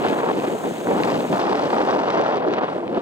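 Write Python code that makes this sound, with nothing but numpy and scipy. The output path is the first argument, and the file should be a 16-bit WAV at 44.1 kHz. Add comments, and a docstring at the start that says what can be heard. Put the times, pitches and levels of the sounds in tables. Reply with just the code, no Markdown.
"""Blowhole in gusty wind

A blowhole on a rocky shore throws up spray: bright noise whose level drops in steps, then dies away.
Surf noise washes behind, its level dipping late on.
Gusty wind buffets two microphone ports: deep swell and rumble are shaped noise, sputter is random
pressure pulses of three eddy sizes, and pops are single pulses with a brief rasp.
"""
import sys
import numpy as np
from scipy import signal
from scipy.fft import rfft, irfft
from scipy.io import wavfile
from scipy.ndimage import uniform_filter1d, minimum_filter1d

SR = 44100
rng = np.random.default_rng(int(sys.argv[2]) if len(sys.argv) > 2 else 0)


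def generate_wav(signal):
    """Clip the signal to [-1, 1] and save it as 16-bit WAV at the path in sys.argv[1]."""
    frames = np.transpose(np.atleast_2d(signal))
    scaled = np.clip(frames, -1, 1) * 32767
    pcm = np.round(scaled).astype(np.int16)
    wavfile.write(sys.argv[1], SR, pcm)


N = 132741
HZ = np.maximum(np.arange(N + 1) * SR / (2 * N), 1)  # bins of an FFT padded to 2 N


def from_db(db):
    """Decibels to amplitude gain."""
    return 10 ** (np.asarray(db) / 20)


def rms_one(x):
    """Scale to unit power."""
    return x / np.sqrt(np.mean(x ** 2) + 1e-20)


def in_time(rows):
    """Control curve at every sample."""
    return np.interp(np.arange(N) / SR, *np.transpose(rows))


def by_hz(points):
    """Table at every FFT bin, interpolated over log frequency."""
    hz, value = np.transpose(points)
    return np.interp(np.log(HZ), np.log(hz), value)


def filtered(x, response):
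    """Apply a frequency response; zero padding limits wrap-around."""
    return irfft(rfft(x, 2 * N) * response)[..., :N]


def drift(rate_hz):
    """Random motion: white noise through two equal one-pole low-passes, unit RMS, clipped at 2."""
    r = np.exp(-2 * np.pi * rate_hz / SR)
    white = rng.standard_normal(N + SR)
    settled = signal.lfilter([1], [1, -2 * r, r * r], white)[SR:]
    return np.clip(rms_one(settled), -2, 2)


def stereo_noise(colour, likeness):
    """Stereo noise: colour sets the spectrum, the mid/side split sets left-right correlation."""
    alike = np.clip(by_hz(likeness), -1, 1)
    mid_side_gain = np.sqrt([1 + alike, 1 - alike])
    white = rng.standard_normal((2, N))
    mid, side = filtered(white, from_db(by_hz(colour)) * mid_side_gain)
    return rms_one(np.array([mid + side, mid - side]))


# heard surf level, dipping after 1.5 s and partly recovering: (time [s], level [dB])
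SURF_LEVEL = [(0, -38.5), (1.5, -37), (2.2, -45.5), (2.55, -52), (2.75, -45), (3.0, -48)]
# surf spectrum: (frequency [Hz], relative density [dB per Hz])
SURF_SPECTRUM = [(30, -31), (100, -12), (200, 0), (500, 1.5), (1200, -12.5), (3000, -19.5), (5000, -36),
                 (8000, -26.5), (11000, -40), (16000, -42)]
# surf left-right correlation: (frequency [Hz], correlation [-1 to 1])
SURF_CORRELATION = [(100, 1), (1000, 1), (3000, 0.23), (15000, .15)]
SURF_SWAY_DB, SURF_SWAY_HZ = -1.5, 10


def surf():
    """Waves wash over the rock shelf: broadband noise with a swaying level."""
    level_db = in_time(SURF_LEVEL) + SURF_SWAY_DB * drift(SURF_SWAY_HZ)
    return from_db(level_db) * stereo_noise(SURF_SPECTRUM, SURF_CORRELATION)


# heard hiss level, stepping down briefly near 0.2 s and lastingly near 1.4 s: (time [s], level [dB])
SPRAY_LEVEL = [(0, -48.5), (.19, -47), (.22, -52), (.5, -47), (.8, -46), (1.0, -48), (1.38, -48),
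               (1.45, -58.5), (1.6, -57), (1.7, -55.5), (1.95, -58), (2.1, -70), (2.4, -88), (3.0, -88)]
# spray spectrum: (frequency [Hz], relative density [dB per Hz])
SPRAY_SPECTRUM = [(300, -25), (1200, -10), (2500, 3), (3800, 4), (4600, -1.5), (5250, -6), (6300, 4.5),
                  (7500, 4), (8500, 2), (10000, -5), (11200, -6), (12500, -6.5), (14200, -4), (16000, -10)]
# spray left-right correlation: (frequency [Hz], correlation [-1 to 1])
SPRAY_CORRELATION = [(500, .7), (2000, .1), (3700, 1), (5200, -0.49), (6500, 0.91), (8200, 1),
                     (10000, 0.74), (11200, -0.2), (12500, 0.82), (15000, .87)]
SPRAY_GRAIN_DB, SPRAY_GRAIN_HZ = 1.5, 110


def spray():
    """The jet and its falling droplets: fine, bright hiss with a grainy level."""
    level_db = in_time(SPRAY_LEVEL) + SPRAY_GRAIN_DB * drift(SPRAY_GRAIN_HZ)
    return from_db(level_db) * stereo_noise(SPRAY_SPECTRUM, SPRAY_CORRELATION)


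# slow, deep buffeting before SWELL_DB: (time [s], level [dB])
SWELL_LEVEL = [(0.0, -30), (0.04, -34), (0.08, -32.5), (0.52, -35), (0.55, -32), (0.59, -46), (0.72, -29.5),
               (0.73, -46), (0.89, -34), (1.21, -29), (1.24, -40), (1.34, -23.5), (1.37, -37), (3.0, -40)]
# swell spectrum: (frequency [Hz], relative density [dB per Hz])
SWELL_SPECTRUM = [(25, -45), (50, -36), (80, -17.5), (125, -6), (190, 1.5), (300, 0.5), (500, -11.5),
                  (1000, -36), (2000, -62)]
# swell left-right correlation: (frequency [Hz], correlation [-1 to 1])
SWELL_CORRELATION = [(30, -.5), (70, -0.027), (140, 0.97), (300, 0.41), (600, .1)]
SWELL_DB = 1.5


def swell():
    """The slowest eddies press on each port in its own way: deep, partly correlated noise."""
    return from_db(in_time(SWELL_LEVEL) + SWELL_DB) * stereo_noise(SWELL_SPECTRUM, SWELL_CORRELATION)


# gust strength: (time [s], level [dB])
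GUST_LEVEL = [(0.0, -22.5), (0.5, -25.5), (0.56, -20.5), (0.58, -32.5), (0.65, -24.5), (0.78, -31.5),
              (0.85, -28), (0.87, -20.5), (1.19, -22.5), (1.26, -27.5), (1.28, -45), (1.3, -19.5),
              (1.34, -24.5), (1.36, -36), (1.39, -23.5), (1.55, -23), (1.62, -30.5), (1.64, -23.5),
              (1.76, -23), (1.78, -26), (1.83, -18.5), (1.91, -30.5), (1.92, -22), (2.15, -26), (2.2, -20),
              (2.26, -32), (2.27, -28), (2.41, -22), (2.43, -31), (2.45, -21), (2.61, -27), (2.62, -21),
              (2.66, -31), (2.95, -25.5), (2.98, -20), (3.0, -32)]
# rumble spectrum: (frequency [Hz], relative density [dB per Hz])
RUMBLE_SPECTRUM = [(25, -60), (80, -26.5), (125, -17.5), (190, -7), (300, 0), (480, 0), (750, -6),
                   (1100, -21.5), (1700, -35), (3000, -61.5)]
# rumble left-right correlation before the ports: (frequency [Hz], correlation [-1 to 1])
RUMBLE_CORRELATION = [(100, 0.92), (350, 0.65), (700, .9), (2000, 0.72)]
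RUMBLE_FLUTTER_DB = 1.75


def rumble(flutter):
    """Large eddies merge into a fluttering roar that follows the gusts."""
    level_db = in_time(GUST_LEVEL) + RUMBLE_FLUTTER_DB * flutter
    return from_db(level_db) * stereo_noise(RUMBLE_SPECTRUM, RUMBLE_CORRELATION)


def puffs(kicks, rolloff_hz):
    """Each kick becomes a short pressure pulse; smaller eddies roll off higher."""
    lowpass = signal.butter(3, rolloff_hz, fs=SR, output="sos")
    return signal.sosfilt(lowpass, kicks + 1e-18)


# eddy sizes, coarse to fine: (roll-off [Hz], low edge [Hz], rate [1/s], level offset [dB])
EDDY_SIZES = [(1400, 59, 1600, 4), (3380, 920, 1000, 5.5), (7000, 2430, 900, 8)]
# turbulence strength per size, before the level offset: (time [s], level [dB])
COARSE_LEVEL = [(0.03, -27), (0.05, -23), (0.08, -31.5), (0.31, -27), (0.32, -39), (0.42, -33.5),
                (0.85, -41.5), (0.87, -32), (1.08, -25.5), (1.3, -37.5), (1.33, -26), (1.6, -25.5),
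                (1.61, -34), (1.74, -24.5), (1.94, -26), (2.28, -23.5), (2.44, -33), (2.61, -25.5),
                (2.82, -37), (2.92, -41), (2.97, -30), (3.0, -37)]
MEDIUM_LEVEL = [(0.0, -40), (0.05, -36.5), (0.15, -42.5), (0.8, -46.5), (1.11, -40), (1.29, -48),
                (1.42, -41), (1.44, -45.5), (2.33, -41.5), (2.47, -50), (2.53, -38), (2.87, -54),
                (2.88, -47), (2.91, -59), (2.98, -43.5), (3.0, -53)]
FINE_LEVEL = [(0, -59), (.08, -51), (.15, -65), (.3, -55), (.6, -63), (.85, -65), (.97, -52.5), (1.1, -47),
              (1.2, -50), (1.27, -59), (1.41, -43), (1.47, -50.5), (1.53, -47.5), (1.65, -50.5),
              (1.78, -46.5), (2.0, -50.5), (2.12, -48.5), (2.33, -51.5), (2.44, -66), (2.54, -51.5),
              (2.6, -62), (2.72, -58.5), (2.82, -68), (3.0, -63)]
# eddy response, also used by pops: (frequency [Hz], relative gain [dB])
EDDY_RESPONSE = [(60, -24), (200, -12.5), (450, -2.5), (800, 0.5), (1250, -6), (2100, -9.5), (3300, -11.5),
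                 (4600, -16), (5800, -21), (7200, -29.5), (10000, -36), (16000, -49)]
EDDY_SPREAD_DB, EDDY_BUNCH_DB, EDDY_OWN_DB = 4, 1.9, -11  # per kick, with flutter, per port


def sputter(flutter):
    """Small eddies hit at random, harder in bunches; each size follows its turbulence, finer ones lose more bass."""
    out = 0
    levels = (COARSE_LEVEL, MEDIUM_LEVEL, FINE_LEVEL)
    for (rolloff_hz, low_hz, per_s, offset_db), level in zip(EDDY_SIZES, levels):
        born = rng.random(N) < per_s / SR
        sign = rng.choice([-1, 1], N)
        spread = np.clip(rng.standard_normal(N), -2, 2)
        kicks = born * sign * from_db(EDDY_SPREAD_DB * spread + EDDY_BUNCH_DB * flutter)
        pair = kicks * (1 + from_db(EDDY_OWN_DB) * rng.standard_normal((2, N)))
        bass_cut = HZ ** 2 / (HZ ** 2 + low_hz ** 2)
        pulses = filtered(puffs(pair, rolloff_hz), from_db(by_hz(EDDY_RESPONSE)) * bass_cut)
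        out = out + rms_one(pulses) * from_db(in_time(level) + offset_db)
    return out


# hardest eddies, before POP_DB: (time [s], peak level [dB], roll-off [Hz])
HARD_EDDIES = [(.0463, -18, 4500), (0.0851, -12.5, 4170), (.169, -16, 1190), (.300, -7, 1490),
               (0.4, -15.5, 4000), (0.49, -32, 1200), (.608, -19, 1400), (.641, -14, 1500),
               (.812, -20, 1200), (.871, -10.5, 1400), (1.002, -10, 1800), (1.0354, -5, 5000),
               (1.102, -14, 6500), (1.2057, -15, 4000), (1.329, -11, 5500), (1.4167, -14, 5000),
               (1.509, -28, 5000), (1.5552, -14.5, 6000), (1.876, -16.5, 6000), (1.909, -14.5, 8040),
               (2.104, -11, 10000), (2.214, -14, 7500), (2.346, -18, 7500), (2.369, -18, 11000),
               (2.450, -9.5, 1300), (2.4855, -24, 8000), (2.5371, -10.5, 7000), (2.636, -21, 5000),
               (2.879, -17, 2930), (2.947, -21.5, 3800), (2.972, -13, 1400)]
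POP_DB, POP_TAIL_S, POP_TAIL_DB = 1, 0.0013, -18.5
POP_SAMPLES = 2048


def pops():
    """Single hard eddies slap the ports and break up in a brief, decaying rasp."""
    half = POP_SAMPLES // 2
    out = np.zeros(N + POP_SAMPLES)
    age = np.arange(POP_SAMPLES) - half
    pop_hz = np.arange(half + 1) * SR / POP_SAMPLES
    response = np.interp(pop_hz, HZ, from_db(by_hz(EDDY_RESPONSE)))
    tail = (age > 0) * from_db(POP_TAIL_DB) * np.exp(-np.abs(age) / SR / POP_TAIL_S)
    for time_s, peak_db, rolloff_hz in HARD_EDDIES:
        kick = (age == 0) + tail * rng.standard_normal(POP_SAMPLES)
        pulse = irfft(rfft(puffs(kick, rolloff_hz)) * response)
        start = int(time_s * SR)
        out[start:start + POP_SAMPLES] += from_db(peak_db + POP_DB) * pulse / np.abs(pulse).max()
    return out[half:][:N]  # kick sits mid-window


# phase of left behind right: (frequency [Hz], lag [rad])
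PORT_PHASE = [(100, 0), (280, -0.32), (520, 1.0), (900, 1.4942), (2000, 2), (6000, 1.63)]
# level of left over right: (frequency [Hz], difference [dB])
PORT_LEVEL = [(200, 0), (700, .9), (1500, 1), (3000, 3), (6000, 4)]


def at_ports(x):
    """Moving air meets the ports with frequency-dependent phase lag and a stronger left treble."""
    left = from_db(by_hz(PORT_LEVEL) / 2) * np.exp(-1j * by_hz(PORT_PHASE) / 2)
    return filtered(x, np.array([left, 1 / left]))


FLUTTER_HZ = 55


def scene():
    """Wind on the ports in front of spray and surf; rumble and sputter share one flutter."""
    flutter = drift(FLUTTER_HZ)
    background = surf() + spray()
    wind = swell() + at_ports(rumble(flutter) + sputter(flutter) + pops())
    return background + wind


CEILING, CUTOFF_HZ = 0.47, 15800  # limiter threshold [full scale], low-pass edge


def record(dry):
    """A fast stereo-linked limiter holds down the hardest buffets; a steep low-pass cuts the top."""
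    room = np.minimum(1, CEILING / (np.abs(dry).max(axis=0) + 1e-9))
    held = minimum_filter1d(room, size=260)
    gain = uniform_filter1d(uniform_filter1d(held, size=130), size=130)
    lowpass = signal.ellip(12, 0.1, 90, CUTOFF_HZ, fs=SR, output="sos")
    return signal.sosfilt(lowpass, dry * gain)


dry = scene()
out = record(dry)
generate_wav(out)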